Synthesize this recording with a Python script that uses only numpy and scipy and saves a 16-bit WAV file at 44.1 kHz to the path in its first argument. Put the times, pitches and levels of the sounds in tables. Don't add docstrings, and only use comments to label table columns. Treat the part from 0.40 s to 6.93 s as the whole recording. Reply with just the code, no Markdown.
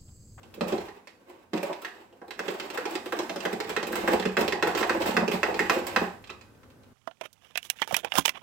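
import sys
import numpy as np
from scipy import signal
from scipy.fft import rfft, irfft, next_fast_len
from scipy.io import wavfile
from scipy.ndimage import uniform_filter1d

SR = 44100
rng = np.random.default_rng(int(sys.argv[2]) if len(sys.argv) > 2 else 0)


def dump(signal):
    limited = np.clip(np.atleast_2d(signal).T, -1, 1)
    pcm = np.round(limited * 32767).astype(np.int16)
    wavfile.write(sys.argv[1], SR, pcm)


def volts(x):
    e = np.asarray(x, float) / 20
    return 10 ** e


N = 288105
T = np.arange(N) / SR

# (f/Hz, level/dB, t60/s)
COUNTER_MODES = [(366, -8, 0.13), (433.7, 4.5, 0.056), (482, -1.5, 0.067)]
# (f/Hz, level/dB, t60/s)
UPPER_MODES = [(596, -0.5, 0.033), (676, -1.5, 0.028), (760.4, -1, 0.028), (825, -3.5, 0.033),
               (958, -7.5, 0.046), (1078, -7, 0.014), (880, -9, 0.016)]
# (f/Hz, level/dB, t60/s)
DEEP_MODES = [(58.3, -8, 0.15), (186.4, -11.5, 0.3), (218.6, -11, 0.12)]
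# (t/s, clack/dB, thud/dB, hardness/dB)
BLOWS = [(1.992, -16.5, -20, -3), (2.3745, -16.5, -19, -4.5), (2.7225, -17.5, -18, -3),
         (3.052, -14, -14, -2.5), (3.364, -10.5, -15.5, 0), (3.676, -9.5, -12.5, -2.5),
         (3.968, -7.5, -11, -0.5), (4.225, -7, -12.5, 0.5), (4.495, -7, -14, 0.5), (4.7665, -5, -9, 1.5),
         (5.0306, -4, -15.5, 1.5), (5.2964, -3, -12.5, 3), (5.5613, -3, -16, 2.5)]
BLOW_HZ = 1640


def unit(x):
    return x / np.sqrt(np.mean(x ** 2))


def colour(x, hz, db):
    size = next_fast_len(x.shape[-1])
    f = np.arange(size // 2 + 1) * SR / size + 1
    weight = volts(np.interp(np.log(f), np.log(hz), db))
    return irfft(rfft(x, size) * weight, size)[..., :x.shape[-1]]


def causal_colour(x, hz, db):
    f = np.arange(2049) * SR / 4096 + 1
    cepstrum = irfft(np.log(volts(np.interp(np.log(f), np.log(hz), db))))
    cepstrum[1:2048] *= 2
    cepstrum[2049:] = 0
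    response = irfft(np.exp(rfft(cepstrum)))
    return signal.fftconvolve(x, response)[:N]


def ring(modes, scatter_db, push_s, size=5000, detune=.04):
    t = np.arange(size) / SR
    hz, db, t60 = np.transpose(modes)[:, :, None]
    luck = rng.standard_normal((2, 9, 1))[:, :len(modes)]
    strength = volts(db + scatter_db * luck[0])
    tones = np.sin(2 * np.pi * hz * (1 + detune * luck[1]) * t)
    y = np.sum(strength * tones * 1000. ** (-t / t60), axis=0)
    push = np.sin(np.pi * np.clip((t[:64] + .5 / SR) / push_s, 0, 1)) + 1e-9
    y = np.convolve(y, push)[:size]
    return y / np.abs(y).max()


def add(out, s, y):
    i = int(s * SR)
    out[..., i:i + y.shape[-1]] += y[..., :N - i]


def contacts():
    # (t/s, clack/dB,
    # thud/dB, wall pitch f/Hz, hardness/dB)
    taps = [(1.816, -40, -32.5, 1600, -10), (1.881, -40.5, -32.5, 4140, -4),
            (1.907, -27, -36, 1700, 1), (2.081, -22.5, -14, 1710, 0.5), (2.1983, -22.5, -26, 2080, 0),
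            (2.3014, -28, -27, 1500, 2), (2.4539, -23.5, -18, 1650, 2), (2.508, -40.5, -41, 1700, 7),
            (2.5531, -19.5, -18.5, 2160, 1), (2.659, -27.5, -23, 1570, 1.5),
            (2.7892, -23.5, -17, 1600, 4), (2.8947, -19, -20, 2090, -1.5), (2.9597, -26, -20, 1520, 2),
            (3.004, -29.5, -43, 2170, 4), (3.128, -27, -14, 1620, 3), (3.2017, -20, -18, 1780, 2),
            (3.2446, -30.5, -25, 1800, -3), (3.2937, -22.5, -20, 1600, -2),
            (3.4284, -19.5, -18, 2070, 0), (3.469, -25, -21, 2580, -6), (3.5289, -20, -19, 1620, -7),
            (3.555, -17, -52, 1470, 0),
            (3.7328, -19.5, -7, 1560, 1.5), (3.7971, -21, -14, 1820, 1),
                 (3.825, -20.5, -42, 1790, -6.5), (3.8538, -15.5, -10, 1630, -0.5),
                 (4.008, -25, -13, 1810, 4), (4.0789, -16.5, -12, 2230, 4), (4.123, -12.5, -13.5, 1810, 2),
                 (4.2712, -14, -13, 1550, -1.5), (4.3494, -18, -15, 1870, 3), (4.3753, -14, -51, 1580, -1),
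                 (4.4089, -18, -12, 1280, 0), (4.428, -11, -33, 1820, 0), (4.6187, -24, -20.5, 2270, 5.5),
                 (4.658, -23, -19, 1750, -9), (4.8783, -17, -10, 2650, 0), (4.9155, -17.5, -27, 2190, -2),
                 (5.1424, -26.5, -19.5, 2580, 3), (5.1919, -7.5, -26, 1900, 0),
                 (5.467, -27.5, -55, 1710, 3.5)]
    # (t/s, clack/dB, thud/dB, wall pitch f/Hz, hardness/dB)
    strays = [(0.031, -54.5, -74, 2680, 13), (0.14, -33, -35, 2330, -1.5), (0.2088, -18, -12, 1300, -2.5),
              (0.283, -34.5, -38, 2270, 5.5), (0.3224, -25, -8.5, 1560, -1), (0.3789, -29, -19, 1300, -1),
              (0.4846, -33, -30.5, 1810, -4.5), (0.6719, -33, -64, 2110, -1), (0.8967, -43, -39, 1050, -8),
              (1.133, -25, -9, 1690, -0.5), (1.1755, -28, -18, 2670, -0.5),
              (1.2299, -24.5, -16.5, 2300, -3), (1.3288, -29.5, -54, 2300, 0), (1.4214, -33, -34, 1260, -5),
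              (1.4475, -20, -35, 1730, -5), (1.726, -47, -41, 2830, -3), (5.8404, -36.5, -64, 2240, -2),
              (5.8726, -42, -55, 2630, 3), (5.8945, -30, -62, 2530, -11), (5.899, -26, -30, 1210, -4.5),
              (5.9015, -31, -62, 3870, -3), (6.0112, -38, -63, 2500, -1), (6.148, -59, -67, 5000, 2.5),
              (6.232, -45.5, -67, 1500, -2.5), (6.302, -58, -67, 2510, 11), (6.4332, -56, -57, 1550, 8.5)]
    blows = [row[:3] + (BLOW_HZ, row[3]) for row in BLOWS]
    return blows + taps + strays


def effort_db(s):
    # (t/s, level/dB)
    effort = [(.12, -78.5), (.28, -49.5), (.38, -61), (.52, -68), (.62, -78), (1.11, -75.5), (1.15, -51),
              (1.33, -57.5), (1.55, -67), (1.8, -78), (2.05, -53.5), (2.9, -55), (3.5, -49.5), (3.8, -47.5),
              (4.9, -46), (5.35, -47.5), (5.62, -44), (5.82, -84)]
    return np.interp(s, *np.transpose(effort))


def air():
    # (f/Hz, level/dB per Hz)
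    tone_colour = [(18, -53), (30, -18), (100, -4.5), (148, -13.5), (243, -3.5), (324, -10.5), (532, -9.5),
                   (639, -18), (1360, -22), (1510, -22.5), (2070, -30), (2690, -33), (15500, -40)]
    # (t/s, room tone/dB, bass swell/dB)
    drift = [
        (0, -56.5, 3.5),
        (.45, -52, 5),
        (.6, -60.5, -6),
        (1.1, -62.5, -1),
        (1.75, -62, -1.5),
        (2.9, -42.5, -15),
        (3.6, -60.5, 13.5),
        (5.6, -49, 2.5),
        (5.9, -56, 4.5),
        (6.53, -57.5, 5),
    ]
    # (f/Hz, level/dB rms)
    fridge = [(97, -94), (474, -70), (528, -99.5), (1540, -64.5)]
    s, tone_db, bass_db = np.transpose(drift)
    mid, side = colour(rng.standard_normal((2, N)), *np.transpose(tone_colour))
    side = colour(side, [40, 150, 1500], [-2, -10, -1])
    tone = unit(mid + side * np.array([[1], [-1]]))
    tone = tone + sum(volts(db + 48.0) * np.sin(2 * np.pi * hz * T) for hz, db in fridge)
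    bass = colour(tone, [150, 300], [0, -40])
    swell = volts(np.interp(T, s, bass_db))
    return volts(np.interp(T, s, tone_db)) * (tone - bass + swell * bass)


def clacks():
    # (f/Hz, level/dB, t60/s)
    wall_modes = [(1300, 8, 0.01), (1800, 22, 0.0049), (2506, 11, 0.015), (3860, -1.5, 0.035),
                  (4940, 10.5, 0.013)]
    # (f/Hz, level/dB, t60/s)
    linger_modes = [(1530, -4, .04), (1922, -6, .032), (2580, -9, 0.024)]
    # (f/Hz, level/dB)
    edge_colour = [(1500, 2.5), (3000, 3), (5000, -1.5), (7700, -15.5), (10000, -13.5), (16000, -16)]
    bright_hz, tap_linger_db = 2300, -23
    spot_db, spot_t60_s, soft_ring = 22, 0.0053, 0.1
    ear_share, lag_s = 0.37, .0006
    out, t = np.zeros((2, N)), np.arange(2048) / SR
    for s, db, _, hz, hard_db in contacts():
        is_blow = hz == BLOW_HZ
        modes = [(f, g + hard_db * (f > bright_hz), t60) for f, g, t60 in wall_modes]
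        modes += [(f, g + tap_linger_db * (not is_blow), t60) for f, g, t60 in linger_modes]
        modes.append((hz, spot_db, spot_t60_s * np.exp(-soft_ring * hard_db)))
        scatter_db = 1.5 if is_blow else 2.5
        ways = np.array([ring(modes, scatter_db, .00025, size=2048, detune=.01) for way in range(3)])
        wall = ways[0] + ear_share * ways[1:]
        wall *= 1 - .85 * np.exp(-t / .0009)
        crack = colour(rng.standard_normal((2, 2048)), *np.transpose(edge_colour))
        crack *= 1000. ** (-t / 0.014) + 0.18 * 1000. ** (-t / 0.2)
        crack_db = hard_db + min(db - 9, -25 + 0.25 * db)
        add(out, s + lag_s, volts(5.0) * (volts(db) * wall + volts(crack_db) * crack))
    return out


def footing(s):
    # (t/s, pitch f/Hz, upper modes level/dB, deep modes level/dB)
    firm = [(0.2091, 486, 3, 15), (0.3232, 399, -0.5, -3), (0.3787, 410, -5, 1), (0.4854, 413, 1.0, -5),
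            (1.134, 324, -3.0, 2), (1.1755, 342, -4, -7), (1.2299, 590, 2.5, -12.0), (1.816, 477, 6.5, 20),
            (1.9964, 483, 1, 4), (2.082, 394, -7, -10), (2.2024, 380, 2.5, -5), (2.3786, 490, -3.0, -9),
            (2.4539, 399, 1, -8), (2.5531, 375, 3.5, -7), (2.659, 382, -2.0, -12.0), (2.7274, 446, 2, -2),
            (2.7896, 371, 1.5, 1), (2.899, 366, 5.0, 8), (2.9606, 416, 2.5, -4), (3.0561, 465, 3.5, 1),
            (3.128, 403, -2, 8), (3.2017, 460, 2.5, -5.0), (3.2451, 425, -14, 3.0),
            (3.2933, 435, -2.5, -3.0), (3.3681, 450, -16, 4), (3.4282, 590, 4, 11), (3.469, 430, -5.0, 15),
            (3.5285, 366, 3.5, 19), (3.6801, 440, -3.0, 10), (3.7326, 424, 2, 8), (3.7967, 433, -7, 5.0),
            (3.8536, 431, -5, 7), (3.9721, 463, -1, -2), (4.008, 427, 0, 6), (4.0787, 448, -2, -3),
            (4.127, 414, 3, -10), (4.2291, 430, 5.5, -5), (4.2716, 486, 4.5, 0.0), (4.3491, 408, 3.5, -15),
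            (4.4086, 404, -8.0, 4), (4.4991, 422, -0.5, 3), (4.6194, 430, -2, 9), (4.662, 430, 9.5, 7),
            (4.7703, 453, 2.0, -2), (4.8781, 430, -10, -8), (4.919, 401, 9, -2.0), (5.0347, 430, 8.5, -0.0),
            (5.1429, 437, 1, 5), (5.3008, 427, 4, 2), (5.5657, 490, -2, 11)]
    row = min(firm, key=lambda r: abs(r[0] - s))
    return tuple(row[1:]) if abs(row[0] - s) < .009 else (410, 0, 0)


def thuds():
    # (t/s, thud/dB, pitch f/Hz, upper level/dB, deep level/dB)
    rocks = [(0.176, -24, 370, -16, -2), (0.246, -22, 494, -6, 12.0), (1.296, -20.5, 385, 9, -1.0),
             (3.507, -20, 407, -7, 9), (3.576, -20.5, 438, -1, 6.0), (3.633, -18.5, 364, 3.5, 16),
             (4.027, -18, 376, 6, 7), (4.163, -26.5, 405, 11, 18), (4.44, -28.5, 374, 18, 8),
             (4.545, -17.5, 357, 6, 5), (4.569, -20, 363, -9, 10), (4.685, -12.5, 408, -0.5, 1.0),
             (4.743, -19, 486, -1, 9), (4.82, -18, 366, 10, 21), (4.934, -13, 423, 3.5, 11),
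             (5.083, -14, 500, 4.5, -2.0), (5.117, -25, 330, 3, 1), (5.201, -14, 410, 0, 5),
             (5.229, -25, 368, 1.5, 15), (5.362, -13, 363, -13, 5), (5.412, -23, 362, 1, 14),
             (5.614, -10.5, 406, 2.5, 1)]
    foot_lag_s, set_down_s = 0.00409, 1.2
    out = np.zeros(N)
    rise = 1 - 0.62 * np.exp(-T[:5000] / 0.0029)
    knocks = []
    for s, clack_db, thud_db, *_ in contacts():
        s += foot_lag_s * (clack_db > thud_db)
        knocks.append((s, thud_db, *footing(s)))
    for s, db, hz, upper_db, deep_db in knocks + list(rocks):
        body = ring(COUNTER_MODES + [(hz, 8, .045)], 2.5, .0008, detune=.02)
        upper = ring(UPPER_MODES, 3.5, .0004)
        deep = ring(DEEP_MODES, 2.5, .0012, detune=.04 / 3)
        deep_db = .45 * deep_db + 0.5
        deep_db += 0.7 * max(effort_db(s) + 42.5, -12)
        deep_db += 2.2 * (s < set_down_s)
        knock = body + volts(upper_db - 2) * upper + volts(deep_db) * deep
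        add(out, s, volts(db - 2.5) * rise * knock)
    return out


def bumps():
    size = int(SR / 45)
    return 6.5 * uniform_filter1d(np.repeat(rng.standard_normal(400), size)[:N], size // 2)


def turns_db():
    lift_db, lift_s, settle_db, settle_s = -7.5, 0.11, 2.5, 0.027
    total = 0
    for s, *_ in BLOWS:
        gap = np.abs(T - s)
        total = total + np.where(T < s, lift_db * np.exp(-gap / lift_s), settle_db * np.exp(-gap / settle_s))
    return total


def swishes():
    # (t/s, level/dB, length/s)
    slides = [(0.28, -67, 0.083), (1.22, -56, 0.014), (1.409, -60, 0.062), (2.088, -76, 0.018),
              (2.487, -85, 0.025), (2.787, -78, 0.037), (3.09, -65, 0.019), (3.289, -49.5, 0.013),
              (3.466, -51, 0.0082), (3.51, -50, 0.092), (3.73, -52, 0.014), (4.007, -47, 0.011),
              (4.26, -60, 0.013), (4.366, -40, 0.031), (4.654, -38.5, 0.029), (4.917, -42, 0.018),
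              (5.187, -54, 0.036), (5.288, -45, 0.052), (5.464, -48.5, 0.016)]
    attack_s, release_s = 0.0091, 0.02
    level = 0
    for s, db, length in slides:
        fade = np.exp(-np.maximum(T - s - length, 0) / release_s)
        level = level + volts(db) * np.clip((T - s) / attack_s, 0, 1) * fade
    return level


def drag():
    # (f/Hz, level/dB per Hz)
    scrape_colour = [(530, -5.5), (900, -1.5), (1410, -7.5), (2570, -11), (3430, -19.5), (7860, -32),
                     (9650, -32.5), (16000, -18.5)]
    slips = (rng.random((3, N)) < .12) * rng.standard_normal((3, N))
    grit = slips * volts(1.8 * rng.exponential(size=(3, N)))
    scrape = unit(colour(grit[:2], *np.transpose(scrape_colour)))
    fine = unit(colour(grit[:2], [3970, 7900, 8800, 12300, 16300], [7.5, -7.5, -5.5, 3.5, -2.5]))
    counter = ring(DEEP_MODES + COUNTER_MODES + UPPER_MODES[:2], 0, 0.0013)
    rumble = unit(signal.fftconvolve(grit[2], counter)[:N])
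    press = volts(effort_db(T) + turns_db() + bumps())
    slide = swishes()
    out = (press + volts(-2) * slide) * scrape
    out = out + (volts(4.5) * press + volts(-4) * slide) * rumble
    return out + (volts(-12) * press + slide) * fine


def ticks():
    # (t/s, level/dB)
    catches = [(0.1431, -43), (0.2079, -52), (0.2816, -36), (0.4369, -55), (0.8964, -52), (1.1348, -49),
               (1.1752, -48), (1.2297, -34), (1.4186, -40), (1.4471, -45), (1.879, -54), (1.9066, -50),
               (1.9924, -42), (2.0747, -47), (2.1106, -42), (2.1994, -44), (2.3027, -41), (2.375, -36),
               (2.4553, -46), (2.508, -38), (2.5516, -44), (2.6574, -39), (2.7227, -37), (2.79, -43),
               (2.9607, -49), (3.051, -35), (3.1293, -36), (3.2011, -48), (3.2924, -33), (3.3638, -40),
               (3.47, -30), (3.5239, -31.5), (3.5554, -28), (3.6785, -39), (3.7319, -29.5), (3.9664, -45),
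               (4.0086, -28.5), (4.079, -35), (4.2243, -37), (4.2737, -32), (4.3475, -45), (4.373, -36),
               (4.4952, -45), (4.617, -45), (4.661, -31), (4.7656, -35), (4.8778, -41), (4.9142, -34),
               (5.0305, -45), (5.1911, -41), (5.2959, -33), (5.4677, -28.5), (5.561, -36), (5.8247, -54)]
    out = np.zeros((2, N))
    for s, db in catches:
        burst = unit(colour(rng.standard_normal((2, 2048)), [3000, 8000, 10100, 16000], [-26, -9, -2, -1.0]))
        add(out, s, volts(db - 1) * burst * 1000. ** (-T[:2048] / 0.034))
    return out


def kitchen(x, wet_db):
    # (f/Hz, t60/s, level/dB, likeness of left and right/0-1)
    tail = [(117, 0.2, -3, 0.98), (285, 0.21, 3, 1), (493.5, 0.29, -3, 0.68), (1030, 0.39, 1.5, 0.32),
            (2160, 0.37, -2.5, 0.35), (3760, 0.39, -5.5, 0), (7600, 0.41, -5.5, 0.71),
            (15300, 0.1, -47, .02)]
    # (t/s, left level/dB, right level/dB)
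    echoes = [
        (.0038, -5, -3),
        (.0098, -12, -10),
    ]
    t = np.arange(24000) / SR
    octaves = np.log(np.arange(12001) * SR / 24000 + 1)
    centres = np.log([band[0] for band in tail])
    reply = np.zeros((2, len(t)))
    for k, (hz, t60, db, like) in enumerate(tail):
        mid, side = rng.standard_normal((2, len(t)))
        like = np.clip(like, 0, 1)
        pair = np.sqrt(1 + like) * mid + np.sqrt(1 - like) * side * np.array([[1], [-1]])
        share = np.interp(octaves, centres, np.arange(len(tail)) == k)
        band = irfft(rfft(pair) * np.sqrt(share))
        decay = 1000. ** (-t / t60) + 2.1 * 1000. ** (-t / 0.039)
        reply += volts(db - 21.5 + wet_db) * band * decay
    reply *= 1 - np.exp(-t / 0.0022)
    reply[:, 0] += 1
    for s, left_db, right_db in echoes:
        reply[:, int(s * SR)] += volts(np.array([left_db, right_db]))
    return signal.fftconvolve(x, reply, axes=1)[:, :N]


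def microphones(heard):
    # (f/Hz, level/dB, left minus right/dB)
    response = [(40, -44.5, 7.5), (119, -16, -2.5), (194, -16, -1), (269, -9.5, -4), (327, -4.5, -0.5),
                (750, 2, -2.5), (1380, -3, -3), (2300, 1, -5.5), (5230, 1.5, -6), (6640, 1.5, -9.5),
                (7840, 7, -12), (8530, 4, 0.5), (9400, -6, 9), (13300, -0.5, -0.5)]
    hz, db, pan_db = np.transpose(response)
    left = causal_colour(heard[0], hz, db + pan_db / 2)
    right = causal_colour(heard[1], hz, db - pan_db / 2)
    return np.array([left, right]) * volts(-2.5)


def scene():
    sway_hz = 1.1
    spots = np.cos(np.pi * (sway_hz * T + np.arange(3)[:, None] / 3)) ** 8
    spots = spots / spots.sum(axis=0)
    rim, foot = clacks() + ticks(), thuds() + drag()
    heard = 0
    for source, wet_db in ((rim, -7.5), (foot, -2.5)):
        for spot in spots:
            heard = heard + kitchen(source * spot, wet_db)
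    return microphones(heard) + air()


def top_cut(x):
    return signal.sosfilt(signal.butter(12, 16980, fs=SR, output="sos"), x)


def record(dry):
    low_pass = signal.ellip(8, .2, 70, 15750, fs=SR, output="sos")
    return top_cut(signal.sosfilt(low_pass, dry))


dry = scene()
out = record(dry)
dump(out)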